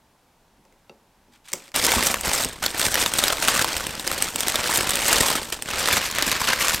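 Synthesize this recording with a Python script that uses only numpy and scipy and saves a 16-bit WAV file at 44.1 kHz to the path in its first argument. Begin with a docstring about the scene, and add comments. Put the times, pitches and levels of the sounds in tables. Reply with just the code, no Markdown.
"""Quiet room tone and faint hiss, then a piece of cake is nudged about on a plate: soft modal thuds, whispers
of its paper case, and a sharp knock as it is set down on the plate in its paper case. Then two hands pull a
stiff paper bag open close by: swarms of enveloped noise-and-ring snaps crackle, larger folds pop, and panels
flutter and puff as low filtered noise. Decaying noise tails give the small room's answer."""
import sys
import numpy as np
from scipy import signal
from scipy.fft import rfft, irfft
from scipy.io import wavfile
from scipy.ndimage import uniform_filter1d

SR = 44100
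rng = np.random.default_rng(int(sys.argv[2]) if len(sys.argv) > 2 else 0)


def materialize(psi):
    """Save the field psi as 16-bit PCM at rate SR to the path in sys.argv[1].

    A 1-D psi becomes a single channel; in a 2-D psi each row is a channel.
    """
    bounded = np.clip(np.atleast_2d(psi).T, -1, 1)
    quanta = np.round(bounded * 32767).astype(np.int16)
    wavfile.write(sys.argv[1], SR, quanta)


N = 299880
T = np.arange(N) / SR


def undb(db):
    """Decibel law: level in dB to amplitude ratio."""
    return 10 ** (np.asarray(db) / 20)


def unit(x):
    """Power normalisation: scale to rms 1."""
    return x / np.sqrt(np.mean(x ** 2))


def noise(size):
    """White noise: equal mean power at every frequency."""
    return rng.standard_normal(size)


def on_log(points, hz):
    """Logarithmic pitch scale: read (Hz, value) points on a log-frequency axis."""
    f, value = np.transpose(points)
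    return np.interp(np.log(np.maximum(hz, 1)), np.log(f), value)


def colour(x, points, size=4096):
    """Minimum-phase filtering: a causal filter through (Hz, dB) points keeps the sharp fronts of clicks."""
    gain = undb(on_log(points, np.fft.rfftfreq(size, 1 / SR)))
    cepstrum = irfft(np.log(gain))
    # folding the cepstrum onto positive times makes the response causal
    cepstrum[1:size // 2] *= 2
    cepstrum[size // 2 + 1:] = 0
    response = irfft(np.exp(rfft(cepstrum)))
    return signal.fftconvolve(x, response)[:len(x)]


def band(x, hz, kind, order=2):
    """Butterworth filtering: a maximally flat passband."""
    cutoff = np.clip(hz, 10, .45 * SR)
    return signal.sosfilt(signal.butter(order, cutoff, kind, fs=SR, output="sos"), x)


def running_rms(x, span_s):
    """Short-time power: the root of the squared signal averaged twice over a span."""
    k = max(int(span_s * SR), 2)
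    mean_square = uniform_filter1d(uniform_filter1d(x ** 2, k), k)
    return np.sqrt(np.abs(mean_square) + 1e-12)


def add(track, s, sound):
    """Superposition: mix a sound in at a time."""
    i = int(np.clip(s * SR, 0, N - 1))
    track[i:i + len(sound)] += sound[:N - i]


def wander(hz):
    """Random modulation: noise low-passed at hz, rms 1."""
    return unit(band(noise(N), hz, "low"))


# spectrum of the room tone, relative; columns: frequency_hz [Hz], level_db [dB]
AIR_SPECTRUM = [(12, -29), (20, 4), (113, -5.5), (248, -5), (337, -9), (624, -9.5), (698, -9), (897, -6),
                (1290, -14.5), (1530, -14), (1760, -16.5), (13900, -28.5), (16000, -35)]


def air():
    """Coherent and incoherent noise: room tone shared by both channels, with each channel's own faint hiss."""
    tone = undb(-60.5) * unit(colour(noise(N), AIR_SPECTRUM))
    hiss = np.array([unit(band(noise(N), 9000, "low", order=1)) for _ in range(2)])
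    return tone + undb(-74.0) * hiss


# blows on plate and table; columns: start_s [s], body_db [dB], contact_crack_db [dB], brightest_mode_hz [Hz]
BLOWS = [(0.581, -48, -73, 300), (0.652, -54, -42, 1300), (0.725, -58, -45, 1800), (0.8955, -40, -49, 5000),
         (1.283, -48, -70, 320), (1.519, -48, -28, 3020), (1.5311, -52, -17, 9000), (1.535, -32, -12, 5000),
         (1.68, -55, -33, 1500), (1.718, -70, -29, 1200)]
# modes of plate and table, level relative; columns: frequency_hz [Hz], level_db [dB], t60_s [s]
PLATE_MODES = [(182, -28, 0.087), (250, -23, 0.076), (335, -7, 0.075), (368, -4, 0.064), (430, -12, 0.093),
               (546, -4.5, 0.11), (860, -3, 0.026), (1070, -21, .06), (1320, -8, 0.055), (2100, -10, .025),
               (2720, 2.5, 0.03), (3780, -1, .015), (4600, 0, 0.02), (5830, -2, 0.022)]


def plate(thud_db=-5, thud_s=0.028):
    """Modal excitation: a blow cracks, thuds and rings; soft contacts leave the high modes still."""
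    out, t = np.zeros(N), T[:SR // 2]
    for start_s, body_db, crack_db, bright_hz in BLOWS:
        ring = np.zeros(len(t))
        for k, (hz, db, t60) in enumerate(PLATE_MODES):
            drive = undb(db) / (1 + (hz / bright_hz) ** 2)
            # neighbouring modes start with opposite sign
            ring += (-1) ** k * drive * np.sin(2 * np.pi * hz * t) * undb(-60 * t / t60)
        thud = unit(band(noise(len(t)), [160, np.clip(bright_hz, 200, 600)], "band"))
        thud = thud * np.exp(-t / thud_s)
        crack = noise(len(t)) * np.exp(-t / 0.001)
        crack = colour(crack, [(300, -11), (1500, 2), (2150, 11.5), (2700, -3.5),
                               (8500, 10), (11000, 0), (16000, 9)])
        crack = band(crack, 1.36 * bright_hz, "low", order=1)
        body = ring + undb(thud_db) * thud
        add(out, start_s, undb(body_db) * body + undb(crack_db) * crack)
    return out


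# reverberation time of the room; columns: frequency_hz [Hz], t60_s [s]
REVERBERATION = [(150, 0.33), (600, 0.56), (2000, 0.058), (6000, 0.24), (14000, 0.2)]


def room(x, gap_s=0.0035):
    """Diffuse reverberation: after a short gap, reflections of a small room die away band by band."""
    t = T[:int(.7 * SR)]
    edges = np.geomspace(60, 18000, 9)
    tail = np.zeros(len(t))
    for lo, hi in zip(edges, edges[1:]):
        t60 = on_log(REVERBERATION, np.sqrt(lo * hi))
        tail += band(noise(len(t)), [lo, hi], "band", order=3) * undb(-60 * t / t60)
    tail = tail * (t > gap_s)
    return signal.fftconvolve(x, tail / np.sqrt(np.sum(tail ** 2)))[:N]


def snap(ring_hz, crack_s, ring_s, ring_db, size=500):
    """Buckling: a crease flips with a crack, the ring of its facet, and ripples running out in the sheet."""
    t = T[:size]
    ripples = .2 * np.exp(-t / .003)
    crack = noise(size) * (np.exp(-t / crack_s) + ripples)
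    ring = np.sin(2 * np.pi * ring_hz * t) * np.exp(-t / ring_s)
    onset = 1 - np.exp(-t / 0.000085)
    return unit((unit(crack) + undb(ring_db) * unit(ring)) * onset)


def crackle(per_s, spread_db, rub_db, crack_s):
    """Crackling noise: snaps of every size and pitch at random, over the dull hiss of sliding paper."""
    out = np.zeros(N)
    for when, size, pitch, length in rng.random((int(per_s * N / SR), 4)):
        ring_hz = 900 + 13000 * pitch ** 1.4
        stretch = 3 ** (length - .5)
        # exponentially distributed sizes: many small snaps, few large ones
        db = spread_db * min(-np.log(1 - size), 3.4)
        # small facets ring high and briefly
        ring_s = stretch * 0.0021 * np.sqrt(2000 / ring_hz)
        add(out, when * N / SR, undb(db) * snap(ring_hz, crack_s * stretch, ring_s, ring_db=-5.5))
    # creases give way in bunches
    out = unit(out * undb(2 * wander(50)))
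    rub = unit(band(noise(N), 5600, "low", order=1))
    return out + undb(rub_db) * rub


# paper takes up a movement over GRIP_SHARE of its length; on letting go it drops fast, then creaks out
GRIP_SHARE, LET_GO_S, CREAK_DB = 0.18, 0.0043, -5.5


def stroke(start_s, length_s, db, swell_db, creak_s):
    """Two-stage relaxation: a movement takes hold, swells or eases evenly in dB, lets go and creaks out."""
    done = (T - start_s) / length_s
    after = np.maximum(done - 1, 0) * length_s
    creak = undb(CREAK_DB)
    release = (1 - creak) * np.exp(-after / LET_GO_S) + creak * np.exp(-after / creak_s)
    grip = np.clip(done / GRIP_SHARE, 0, 1)
    return grip * undb(db + swell_db * (np.clip(done, 0, 1) - .5)) * release


# colour of hollow, crackling paper, relative; columns: frequency_hz [Hz], level_db [dB]
HOLLOW_PAPER = [(120, -38), (200, -9.5), (440, -6), (548, -1), (635, -3.5), (916, -3), (1040, -4.5),
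                (1530, -3.5), (3560, -5), (6640, -8), (8420, -6), (10500, -14), (13600, -13), (16000, -24)]
# the cake's paper case brushing the plate, level halfway and its change from start to end;
# columns: start_s [s], length_s [s], level_db [dB], swell_db [dB]
CASE_BRUSHES = [(1.318, 0.045, -57.5, 4), (1.44, 0.04, -52, 7), (1.483, 0.012, -42.5, -1),
                (1.504, 0.19, -48.5, -5)]


def paper_case():
    """Friction noise: thin paper under the cake whispers as it is pressed."""
    creases = crackle(per_s=200, spread_db=1.2, rub_db=-4, crack_s=0.003)
    whisper = band(colour(creases, HOLLOW_PAPER), 1230, "high")
    pressure = sum(stroke(*row, creak_s=0.019) for row in CASE_BRUSHES)
    return whisper / running_rms(whisper, 0.018) * pressure


# tugs of the hands, crackle level halfway, its change from start to end, treble re crackle before a fixed trim;
# columns: start_s [s], length_s [s], level_db [dB], swell_db [dB], treble_db [dB]
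HAND_TUGS = [(1.74, 0.06, -24.0, -4, -4.0), (1.791, 0.32, -23.5, -2, -3), (2.218, 0.22, -26, -2.5, -4.0),
             (2.617, 0.045, -26, 1.5, -6.5), (2.722, 0.14, -28.5, 12, -2), (2.91, 0.12, -25, 8, -3),
             (3.12, 0.21, -25.5, 3.5, -4.5), (3.385, 0.24, -24, 3, -2.5), (3.637, 0.39, -31.5, -11, -5.5),
             (4.018, 0.26, -30.5, 3, -3), (4.32, 0.49, -27.0, 7, -2.5), (4.8, 0.29, -26, 0.5, -3.5),
             (5.048, 0.34, -22, -9, -3.0), (5.521, 0.023, -28.5, -10, -4.5), (5.633, 0.35, -25.5, 10.5, -6),
             (6.011, 0.054, -29, 5.5, -3.5), (6.119, 0.24, -25.5, 4, -9), (6.356, 0.093, -26.5, 5, -5.5),
             (6.463, 0.078, -20, -3, -4.5), (6.578, 0.17, -23.0, -1.5, -4.5)]


def hands():
    """Energy summation: tugs under way give the effort (a gain) and, power-weighted, the treble (dB)."""
    shares = np.array([stroke(s, length, db, swell, creak_s=0.11) ** 2
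                       for s, length, db, swell, _ in HAND_TUGS]) + 1e-18
    total = shares.sum(axis=0)
    treble_db = np.array(HAND_TUGS)[:, -1] @ shares / total
    return np.sqrt(total), treble_db


# colour of the paper once spread flat, relative; columns: frequency_hz [Hz], level_db [dB]
FLAT_PAPER_COLOUR = [(120, -33), (200, -6), (448, -6.5), (558, -2), (763, -4.5), (1160, 0), (1980, 0.5),
                     (2560, -1), (7970, -4.5), (10300, -9.5), (13800, -9), (16000, -23)]
# colour of the loose panels, relative; columns: frequency_hz [Hz], level_db [dB]
PANEL_COLOUR = [(20, -2), (45, 4), (90, -0.5), (180, -2.5), (250, -2.5), (350, -3.5), (600, -8.5),
                (1500, -78.5)]
ORDINARY_DB = -26  # effort of an ordinary tug
# flutter under an ordinary tug, its share of the effort's dB, and its change once the bag lies flat
FLUTTER_DB, FLUTTER_DB_PER_DB, FLAT_FLUTTER_DB = -38, 0.5, -1.5
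OPEN_S = 5.78  # the bag begins to lie flat


def bag(effort, treble_db):
    """Driven crackling: effort sets the crackle, each tug has its own treble, and loose panels flutter."""
    swarm = crackle(per_s=440, spread_db=3.5, rub_db=-8.5, crack_s=0.0045)
    # spread flat, the bag loses its hollow ring
    flat = np.clip((T - OPEN_S) / 0.18, 0, 1)
    hollow_swarm = unit(colour(swarm, HOLLOW_PAPER))
    flat_swarm = unit(colour(swarm, FLAT_PAPER_COLOUR))
    swarm = (1 - flat) * hollow_swarm + flat * flat_swarm
    swarm = swarm / running_rms(swarm, .03)
    body = signal.sosfiltfilt(signal.butter(3, 5500, fs=SR, output="sos"), swarm)
    # the treble flickers at random, slower than about 16 Hz
    treble = unit((swarm - body) * undb(2.76 * wander(15.6)))
    crinkle = undb(-0.72) * unit(body) + undb(treble_db - 0.3) * treble
    # the panels lurch whenever the creases give way
    lurch = running_rms(swarm, 0.0037) ** 1.9
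    flutter = unit(colour(noise(N) * lurch, PANEL_COLOUR))
    flutter_gain = undb(FLUTTER_DB + FLAT_FLUTTER_DB * flat)
    flutter_gain = flutter_gain * (effort / undb(ORDINARY_DB)) ** FLUTTER_DB_PER_DB
    return crinkle * effort + flutter * flutter_gain


# extra top octave of a big fold over a small crease; columns: frequency_hz [Hz], level_db [dB]
FOLD_TOP = [(8500, 0.5), (12000, 3)]
# spectral tilt is nil at NEUTRAL_HZ and grows by this many dB per octave for each octave above it
NEUTRAL_HZ, TILT_PER_OCTAVE = 2400, 0.81


def pop(ring_hz, size=1024):
    """Snap-through: a long fold gives way at once, brighter for small, high facets; rms 1 over 4 ms."""
    tilt_db = TILT_PER_OCTAVE * np.log2(ring_hz / NEUTRAL_HZ)
    shade = [(hz, db + on_log(FOLD_TOP, hz) + tilt_db * np.log2(max(hz, 600) / 3000))
             for hz, db in HOLLOW_PAPER]
    click = snap(ring_hz, crack_s=0.00096, ring_s=0.0015, ring_db=-7.5)
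    click = colour(np.pad(click, (0, size)), shade, size=size)
    return click / np.sqrt(np.sum(click ** 2) / (.004 * SR))


# big folds that pop through, level before the common pop_db;
# columns: start_s [s], level_db [dB], facet_ring_hz [Hz]
BIG_FOLDS = [(1.761, -16.5, 8500), (1.848, -18, 7400), (1.8657, -15, 6500), (1.8912, -19, 2030),
             (1.919, -15.5, 2270), (2.0266, -26, 1900), (2.1422, -16, 1130), (2.2103, -23.5, 8100),
             (2.333, -19.5, 8000), (2.3779, -24, 5000), (2.447, -19, 8460), (2.6234, -31, 1100),
             (2.639, -23, 3120), (2.6627, -15.5, 4340), (2.7958, -20.5, 9140), (2.8147, -17, 3620),
             (2.8652, -18.5, 2130), (2.9424, -15.5, 5760), (2.9551, -15.5, 1850), (3.0616, -15, 3600),
             (3.1374, -18, 8600), (3.1898, -16.5, 3700), (3.2386, -12.5, 3730), (3.2818, -15.5, 4900),
             (3.4835, -10.5, 1530), (3.4887, -16.5, 1200), (3.5931, -18, 2800), (3.6449, -16.5, 1080),
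             (3.7669, -21.5, 8400), (3.868, -23, 8400), (3.9962, -25, 3740), (4.076, -17.5, 5000),
             (4.115, -19.5, 1370), (4.2236, -13, 8200), (4.3591, -18.5, 8100), (4.406, -18, 8650),
             (4.4827, -15.5, 8300), (4.5567, -15.5, 3570), (4.7735, -17, 9150), (4.9067, -17.5, 7760),
             (4.9561, -18.5, 8900), (5.206, -16, 8800), (5.303, -20, 4270), (5.3596, -27, 8100),
             (5.6231, -23, 8700), (5.8864, -15, 1330), (5.9278, -17, 2370), (6.113, -25, 7060),
             (6.185, -17, 1830), (6.2239, -15.5, 3830), (6.3158, -17, 3830), (6.6831, -15.5, 7150)]
# neighbouring creases go just before and after a big fold: how early, how late, level re the effort
RUN_EARLY_S, RUN_LATE_S, RUN_DB = 0.002, 0.009, -2
FOLDS_PER_S, FOLD_DB_PER_DB = 14, 0.5  # lesser folds: rate, and share of the effort's dB they follow


def pops(effort, pop_db=0.6, count=2):
    """Cascaded buckling: big folds take neighbours along, louder under more effort; lesser folds fall between."""
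    out = np.zeros(N)
    for s, db, ring_hz in BIG_FOLDS:
        add(out, s, undb(db + pop_db) * pop(ring_hz))
        for lag in rng.uniform(-RUN_EARLY_S, RUN_LATE_S, count):
            add(out, s + lag, effort[int(s * SR)] * undb(RUN_DB) * pop(ring_hz))
    for when, strength, pitch in rng.random((int(FOLDS_PER_S * N / SR), 3)):
        pull = (effort[int(when * N)] / undb(ORDINARY_DB)) ** FOLD_DB_PER_DB
        # level under an ordinary tug
        fold_db = -25.5 + 2 * strength
        add(out, when * N / SR, pull * undb(fold_db) * pop(1300 * 7 ** pitch))
    return out


# whole panels flipping over, level before the common flap_db; columns: start_s [s], level_db [dB]
PANEL_FLIPS = [(1.964, -21.5), (2.269, -27.5), (2.45, -29), (2.865, -27), (4.349, -34), (4.779, -30),
               (5.2, -22), (5.925, -28.5), (5.969, -29), (6.269, -27.5)]


def flaps(flap_db=-1, rise_s=0.0036, fall_s=0.0095, lowest_hz=50):
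    """Volume displacement: a panel that flips over pushes a short, dull puff of air."""
    out, t = np.zeros(N), T[:SR // 8]
    for s, db in PANEL_FLIPS:
        push = noise(len(t)) * (1 - np.exp(-t / rise_s)) * np.exp(-t / fall_s)
        puff = band(colour(push, PANEL_COLOUR), lowest_hz, "high")
        # the level is the rms over 15 ms
        puff = puff / np.sqrt(np.sum(puff ** 2) / (.015 * SR))
        add(out, s, undb(db + flap_db) * puff)
    return out


# stereo width, side re mid; columns: frequency_hz [Hz], side_db [dB]
STEREO_WIDTH = [(100, -21.5), (1500, -27), (3500, -27), (6000, -20), (9500, -18.5), (14000, -8.5)]


def widen(x):
    """Mid-side stereo: a randomly varying side signal widens the sound, most in the treble."""
    gain = undb(on_log(STEREO_WIDTH, np.fft.rfftfreq(N, 1 / SR)))
    scattered = x * np.sqrt(2) * np.sin(3 * wander(140))
    side = irfft(rfft(scattered) * gain, N)
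    return np.array([x + side, x - side])


def scene():
    """Superposition of direct sound, reflections and room tone."""
    table = plate()
    effort, treble_db = hands()
    paper = paper_case() + bag(effort, treble_db) + pops(effort) + flaps()
    # as the bag turns it throws its sound at different walls, 1.088 turns a second
    turn = 2 * np.pi * 1.088 * T
    paper_walls = room(paper * np.cos(turn)) + room(paper * np.sin(turn))
    sound = paper + table + undb(-16) * paper_walls + undb(-12.5) * room(table)
    return widen(sound) + air()


def record(dry):
    """Soft saturation and band limiting: round the tallest peaks and cut the top above 15.9 kHz."""
    held = dry / (1 + dry ** 6) ** (1 / 6)
    return signal.sosfilt(signal.ellip(8, .2, 70, 15900, fs=SR, output="sos"), held)


dry = scene()
out = record(dry)
materialize(out)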